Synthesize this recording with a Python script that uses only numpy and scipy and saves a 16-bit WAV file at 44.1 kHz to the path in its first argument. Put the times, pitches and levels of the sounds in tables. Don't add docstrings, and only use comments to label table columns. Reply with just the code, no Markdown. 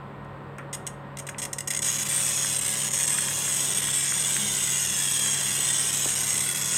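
import sys
import numpy as np
from scipy import signal
from scipy.fft import rfft, irfft
from scipy.io import wavfile
from scipy.ndimage import uniform_filter1d

SR = 44100
rng = np.random.default_rng(int(sys.argv[2]) if len(sys.argv) > 2 else 0)


def dump_mix(stems):
    frames = np.atleast_2d(stems).T
    limited = np.clip(frames, -1, 1)
    pcm = np.round(limited * 32767).astype(np.int16)
    wavfile.write(sys.argv[1], SR, pcm)


N = 298878
TIME = np.arange(N) / SR
CREEP_START_S, RUN_START_S = 1.55, 1.819

# (time [s], length [s], relative level [dB])
WHEEL_SLIPS = [(0.247, 0.0041, -63), (0.583, 0.0032, -43.5), (0.729, 0.016, -32.5), (0.747, 0.007, -32),
               (0.867, 0.0029, -29), (0.873, 0.0048, -30), (1.171, 0.0039, -34.5), (1.187, 0.017, -35.5),
               (1.268, 0.0084, -35), (1.289, 0.0088, -33.5), (1.383, 0.023, -33), (1.418, 0.025, -30),
               (1.451, 0.0071, -29), (1.5305, 0.0056, -27.5), (1.584, 0.0063, -27.5), (1.6057, 0.0035, -29),
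               (1.6743, 0.004, -26.5), (1.681, 0.0055, -29.5), (1.704, 0.013, -24.5), (1.7215, 0.0066, -32),
               (1.7345, 0.004, -27), (1.747, 0.007, -27), (1.763, 0.006, -30), (1.771, 0.0047, -24.5),
               (1.791, 0.0034, -27)]
# (time [s], relative level [dB])
STROKE_LEVEL = [(1.83, -26), (1.9, -26), (1.93, -27), (2.21, -25), (2.89, -27), (3.0, -25.5), (3.25, -26.5),
                (5.3, -25.5), (5.57, -25.5), (5.64, -25), (6.65, -26), (6.77, -24.5)]
# (time [s], length [s])
WHEEL_STALLS = [(1.834, 0.0066), (1.919, 0.0046), (1.974, 0.01), (2.035, 0.014), (2.075, 0.0088),
                (2.575, 0.0095), (2.598, 0.013), (2.634, 0.0075), (2.889, 0.018), (2.916, 0.0083),
                (3.059, 0.0085), (3.736, 0.0095), (3.806, 0.01), (3.918, 0.0092), (4.122, 0.0072),
                (4.227, 0.0074), (4.864, 0.007), (5.909, 0.008), (6.143, 0.0084), (6.251, 0.0083),
                (6.536, 0.007)]
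# (time [s], depth [0-1])
JUDDER_DEPTH = [(1.8, 0.3), (2.9, 0.56), (3.1, 0.83), (3.5, .42), (3.8, 0.5), (5, 0.42), (6.75, 0.76)]
# (time [s], distance from the starting edge [m])
WHEEL_PATH = [(0, .036), (1.5, .037), (1.8, .038), (2.2, .0562), (2.6, .0812), (3, .1013), (3.5, .1261),
              (4, .1568), (5, .2259), (5.5, .2634), (6, .2964), (6.4, .3258), (6.8, .3517)]
# (pitch [Hz], relative level [dB])
PANE_COLOUR = [(470, -65), (800, -25), (1570, -12.5), (1970, -9), (2380, -10.5), (3380, -6), (4630, -17.5),
               (5110, -9.5), (5940, -7.5), (6570, -4.5), (7360, -5), (8440, 2), (10200, -14),
               (12000, -15.5), (16000, -28.5)]
# (pitch [Hz], width [Hz], lift [dB])
PANE_RINGS = [(1840, 90, 2), (2020, 110, 2.5), (2390, 90, -3.5), (2680, 60, -3), (2818, 70, 5.5),
              (3247, 50, 2.5), (3440, 110, 3.5), (5235, 140, 3), (6110, 110, -3.5), (6300, 80, 2.5),
              (6700, 140, 7), (7320, 130, -4), (7495, 50, 3.5), (7850, 180, 2.5), (8530, 140, 5),
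              (8770, 90, 4), (9070, 60, 2.5), (9470, 90, 2.5), (10400, 250, -5), (10920, 130, 8),
              (11380, 110, 6), (11700, 90, 4), (12050, 110, 6), (13850, 400, -6), (14400, 400, 3)]
# (lowest pitch [Hz], highest pitch [Hz], crest spacing [m],
# place of one crest [m], swing near an edge [dB], swing mid-pane [dB], mean near an edge [dB],
# mean mid-pane [dB])
STANDING_WAVES = [(1850, 2300, .0565, .0425, 2.1, 1, -.6, .6), (2650, 3100, .0543, .036, 1.2, .5, -1.6, .8),
                  (3150, 3750, .0495, .041, .5, 2.3, -2.2, 1.3), (5000, 5900, .0302, .0111, 1.6, 1, 0, 0),
                  (7400, 8250, .0239, .0117, 2, 2.6, -.7, .9)]
# (time [s], lift [dB])
LOW_RING_SWELL = [(1.86, 6), (2.02, 5.5), (2.14, -4.5), (2.38, 4), (2.62, -4.0), (2.9, 8), (3.14, -3.5),
                  (3.34, 2.5), (3.94, -2), (4.1, 4.5), (4.46, 1), (4.9, 4), (5.06, 1.5), (5.46, 1),
                  (5.7, 0), (5.94, 1), (6.34, 1.5), (6.5, -6), (6.62, -0.5), (6.77, 4.5)]
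# (time [s], lift [dB])
HIGH_RING_SWELL = [(1.86, 0.5), (1.98, -7), (2.14, 1.0), (2.38, -3), (2.58, 1.5), (2.82, -3.5), (2.98, 2.5),
                   (3.14, 3.5), (3.26, -3), (4.14, 1.0), (4.62, -5.5), (4.78, -0.5), (4.98, -5),
                   (5.14, 2.5), (5.3, -4), (5.46, 0), (5.58, -3), (5.86, 2.5), (5.98, -5), (6.1, -2),
                   (6.34, -2), (6.5, -0.5), (6.66, -9), (6.77, 3)]
# (time [s], lift [dB])
TREBLE_SWELL = [(1.86, -0.5), (2.02, 1), (2.3, 0), (2.42, 0.5), (2.86, -0.5), (3.02, -1), (3.18, 0.5),
                (3.82, 1.5), (4.14, -1), (5.14, 2), (5.34, -2), (5.54, 1.5), (5.74, -2.5), (5.98, 1.5),
                (6.42, 0.5), (6.58, 2.5), (6.77, -3.5)]
# (time [s], peak level [dB], middle pitch [Hz], sweep time [s])
PANE_CHIRPS = [(1.287, -27.5, 1970, 0.0063), (1.3453, -33, 2170, 0.0042), (2.446, -25.5, 1680, 0.0026),
               (3.184, -21, 1860, 0.0035), (3.284, -26.5, 1810, 0.005), (3.310, -30, 1880, 0.0047),
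               (3.478, -27, 1610, 0.0033), (3.885, -27, 1510, 0.0025), (4.121, -24, 1610, 0.0036),
               (4.365, -18, 2120, 0.0017), (5.2603, -25, 1870, 0.002)]
# (time [s], level [dB], lowest pitch [Hz], highest pitch [Hz], decay [s])
BENCH_KNOCKS = [(0.583, -36, 900, 2400, 0.022), (3.148, -25, 780, 1220, 0.0039)]
# (pitch [Hz], level [dB], waver [dB])
MOTOR_TONES = [(59.2, -59.5, -3), (101.4, -54.5, 2), (139.7, -44.5, -0.6), (177.6, -58.5, 3),
               (204.2, -52.5, 3), (291, -64, 2), (759, -59.5, 2), (931, -60.5, 2), (1029, -56.5, 0),
               (1864, -59.5, 1.5)]
# (time [s], level [dB])
FAN_LEVEL = [(0, -61), (.6, -52), (2, -51.5), (3.4, -52.5), (4, -63), (6.8, -57)]
# (time [s], length [s], first pitch [Hz], last pitch [Hz], top level [dB])
GLIDING_TONES = [(.37, .28, 492, 445, -51), (.5, .15, 598, 628, -54)]
# (pitch [Hz], relative level [dB])
AIR_COLOUR = [(20, -21), (35, -25), (55, -8), (90, -2), (200, 3.5), (280, -1.5), (380, 1), (500, -1.5),
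              (750, -4), (1050, -1), (1400, -6), (2000, -14), (3600, -24), (6200, -45), (8300, -34),
              (10500, -52), (16000, -52)]


def wheel_slips():
    bite_db, settle_s, first_snap_db = 3, 0.0046, 10
    loudness = sum(undb(db + bite_db * np.exp(-abs(TIME - start) / settle_s))
                   * gate(start, length, 0.00024) for start, length, db in WHEEL_SLIPS)
    grit = unit(snaps(scatter=.25, uneven_db=1) + undb(6) * fractures(spread_db=1.5, crush_db=1.5))
    slips = undb(-1) * loudness * grit
    for start, _, db in WHEEL_SLIPS:
        slips[int(start * SR)] += undb(db + first_snap_db)
    body = band(slips, 1920, 2150)
    return slips + undb(3.5) * body


def wheel_run():
    stall_db, hitch_db, jump_db, settle_s = -15, -4, 1, 0.015
    rolling = gate(RUN_START_S, N / SR, 0.00045)
    stalled = np.clip(sum(gate(start, length - .002, 0.003) for start, length in WHEEL_STALLS), 0, 1)
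    freed = sum((TIME > start + length) * np.exp(-abs(TIME - start - length) / settle_s)
                for start, length in WHEEL_STALLS)
    level_db = curve(STROKE_LEVEL) + stall_db * stalled + jump_db * freed + hitch_db * hitches()
    loudness = undb(level_db - 0.15) * judder(curve(JUDDER_DEPTH))
    grit = unit(snaps(scatter=.4, uneven_db=.6) + undb(5) * fractures(spread_db=1, crush_db=2))
    dust = unit(band(rng.standard_normal(N), 10500, 16000))
    return rolling * (loudness * grit + undb(-50) * dust)


def snaps(scatter, uneven_db, per_second=470):
    gaps, sizes = rng.standard_normal((N // 40, 2)).T
    starts = (np.cumsum(np.exp(scatter * gaps)) * SR / per_second).astype(int)
    return unit(np.bincount(starts, undb(uneven_db * sizes), N)[:N])


def fractures(spread_db, crush_db, per_second=9000):
    cracks = (rng.random(N) < per_second / SR) * rng.choice([-1, 1], N)
    sizes = undb(spread_db * np.clip(rng.standard_normal(N), -2, 2))
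    return unit(unit(cracks * sizes) + undb(crush_db) * rng.standard_normal(N))


def hitches(per_second=10, length_s=0.0044):
    starts = (rng.random(N) < per_second / SR).astype(float)
    width = int(length_s * SR)
    held = np.clip(width * uniform_filter1d(starts, width), 0, 1)
    return uniform_filter1d(held, SR // 1000)


def judder(depth, rate_hz=110, scatter=.35, uneven_db=-1.3):
    cycles = np.cumsum(rate_hz * np.exp(scatter * wander(rate_hz))) / SR
    size = undb(uneven_db * rng.standard_normal(N))[cycles.astype(int)]
    bursts = unit(size * np.sin(np.pi * np.sqrt(cycles % 1)) ** 2)
    force = 1 - depth + depth * bursts
    return force / np.sqrt(uniform_filter1d(force ** 2, SR // 24))


def edge_echoes(force, distance, strength=1.1, reach_m=1.6, paths=60):
    size, hop = 4096, 1024
    starts = np.arange(-hop, N, hop)
    padded = np.pad(force, (hop, size))
    slices = np.array([padded[s + hop:s + 3 * hop] for s in starts]) * signal.get_window("hann", 2 * hop)
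    place = distance[np.clip(starts + hop, 0, N - 1)]
    hz = np.arange(size // 2 + 1) * SR / size
    radians_per_m = 2 * np.pi * np.sqrt(hz * 8000) / 400
    lengths = .35 - reach_m * np.log(1 - (np.arange(paths) + rng.random(paths)) / paths)
    growths = rng.choice([-1, 1], paths, p=[.25, .75]) * rng.uniform(.5, 2, paths)
    echoes = 0
    for length, growth in zip(lengths, growths):
        phase = np.outer(length + growth * (place - place.mean()), radians_per_m).astype(np.float32)
        echoes = echoes + np.cos(phase) - 1j * np.sin(phase)
    depth = strength * np.minimum(place / .11, 1)
    response = 1 + depth[:, None] * echoes / np.sqrt(paths)
    bins = int(700 * size / SR)
    nearby_power = uniform_filter1d(abs(response) ** 2, bins, axis=1)
    response /= np.sqrt(uniform_filter1d(nearby_power, bins // 2, axis=1))
    out = np.zeros(N + 2 * size)
    for start, echoed in zip(starts + hop, irfft(rfft(slices, size) * response)):
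        out[start:start + size] += echoed
    return out[hop:hop + N]


def pane_ringing(force, size=8192):
    hz = np.arange(size // 2 + 1) * SR / size
    rings_db = sum(lift / (1 + (2 * (hz - pitch) / width) ** 2) for pitch, width, lift in PANE_RINGS)
    gain = undb(colour_db(PANE_COLOUR, hz) + rings_db)
    cepstrum = irfft(np.log(gain))[:size // 2]
    ring = irfft(np.exp(rfft(2 * cepstrum, size)))
    return signal.fftconvolve(force, ring / np.linalg.norm(ring))[:N]


def standing_waves(sound, distance, pane_m=0.421, edge_zone_m=0.12):
    from_edge = np.minimum(distance, pane_m - distance)
    inside = .5 + .5 * np.tanh((from_edge - edge_zone_m) / 0.022)
    out = sound
    for lo_hz, hi_hz, spacing, crest, edge_swing, mid_swing, edge_db, mid_db in STANDING_WAVES:
        wave = np.cos(2 * np.pi * (distance - crest) / spacing)
        lift_db = (1 - inside) * (edge_db + edge_swing * wave) + inside * (mid_db + mid_swing * wave)
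        out = out + (undb(lift_db) - 1) * band(sound, lo_hz, hi_hz, order=4)
    return out


def ring_swells(sound):
    moving = np.clip((TIME - CREEP_START_S) / (RUN_START_S - CREEP_START_S), 0, 1)

    def swell(table, lo_hz, hi_hz):
        return (undb(moving * curve(table)) - 1) * band(sound, lo_hz, hi_hz, order=4)

    rings = swell(LOW_RING_SWELL, 6350, 7050) + swell(HIGH_RING_SWELL, 8300, 9000)
    return sound + rings + swell(TREBLE_SWELL, 10500, 13000)


def chirps(fall=0.77):
    out = np.zeros(N)
    for start, db, hz, sweep_s in PANE_CHIRPS:
        age = np.arange(SR // 30) / SR / sweep_s
        pitch = hz * (1 + fall) / (1 + fall * 2 * age) ** 0.96
        loudness = undb(db) * 2 * age * np.exp(.5 - 2 * age ** 2)
        first = int(start * SR)
        out[first:first + len(age)] += loudness * sliding_tone(pitch)
    return out + undb(-13) * reverb(out, fade_s=.045)


def knocks():
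    return sum(undb(db) * gate(start, .1, 0.0019) * np.exp(-abs(TIME - start) / decay)
               * unit(band(rng.standard_normal(N), lo_hz, hi_hz))
               for start, db, lo_hz, hi_hz, decay in BENCH_KNOCKS)


def thud(start_s=6.0555, first_hz=1400, sweep_s=0.0064, decay_s=0.016):
    age = np.clip(TIME - start_s, 0, None)
    pitch = first_hz / (1 + age / sweep_s) ** 2
    loudness = undb(-27) * gate(start_s, 0.0106, 0.00096) * np.exp(-age / decay_s)
    return loudness * sliding_tone(pitch * (age > 0))


def workshop(fan_hz=559.4, whine_hz=14030):
    hum = sum(undb(db + waver_db * wander(14)) * wavering_tone(hz, 0.11 * waver_db, 4.2)
              for hz, db, waver_db in MOTOR_TONES)
    fan = undb(curve(FAN_LEVEL)) * wavering_tone(fan_hz, 0.11, 2.5)
    whine = undb(-82) * wavering_tone(whine_hz, 3, 30)
    glides = sum(undb(db) * gate(start, length / 2, length / 2)
                 * sliding_tone(np.interp(TIME, [start, start + length], [first_hz, last_hz]))
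                 for start, length, first_hz, last_hz, db in GLIDING_TONES)
    spectrum = rfft(rng.standard_normal(N))
    spectrum *= undb(colour_db(AIR_COLOUR, np.arange(len(spectrum)) * SR / N))
    air = unit(irfft(spectrum, N)) * undb(-43 + 0.8 * wander(5.4))
    return np.sqrt(2) * (hum + fan + whine + glides) + air


def reverb(sound, fade_s):
    age = np.arange(SR // 2) / SR
    echoes = rng.standard_normal(len(age)) * undb(-60 * age / fade_s) * (age > .001)
    return signal.fftconvolve(sound, echoes / np.linalg.norm(echoes))[:N]


def wavering_tone(hz, drift_radians, per_second):
    return np.sin(2 * np.pi * hz * TIME + drift_radians * wander(per_second))


def sliding_tone(hz):
    return np.sin(2 * np.pi * np.cumsum(hz) / SR)


def wander(per_second):
    step = int(SR / per_second)
    points = rng.standard_normal(N)[:N // step + 2]
    joined = np.interp(np.arange(N) / step, np.arange(len(points)), points)
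    return unit(uniform_filter1d(joined, step // 2 + 1))


def gate(start, length, ramp_s):
    return np.clip((TIME - start) / ramp_s, 0, 1) * np.clip((start + length - TIME) / ramp_s + 1, 0, 1)


def band(sound, lo_hz, hi_hz, order=2):
    return signal.sosfiltfilt(signal.butter(order, [lo_hz, hi_hz], "band", fs=SR, output="sos"), sound)


def curve(table):
    return np.interp(TIME, *np.transpose(table))


def colour_db(table, hz):
    pitches, db = np.transpose(table)
    return np.interp(np.log(hz + 1), np.log(pitches), db)


def undb(db):
    return 10 ** (np.asarray(db) / 20)


def unit(x):
    return x / np.sqrt(np.mean(x ** 2))


def scene():
    distance = curve(WHEEL_PATH)
    force = edge_echoes(wheel_slips() + wheel_run(), distance)
    ringing = ring_swells(standing_waves(pane_ringing(force), distance))
    glass = ringing + chirps() + knocks() + thud()
    bench = undb(-11.5) * reverb(glass, fade_s=0.15)
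    room = undb(-13.5) * reverb(glass, fade_s=0.27)
    return (glass + bench + room + workshop())[None]


def record(dry):
    return signal.sosfilt(signal.ellip(10, .2, 70, 15900, fs=SR, output="sos"), dry)


dry = scene()
out = record(dry)
dump_mix(out)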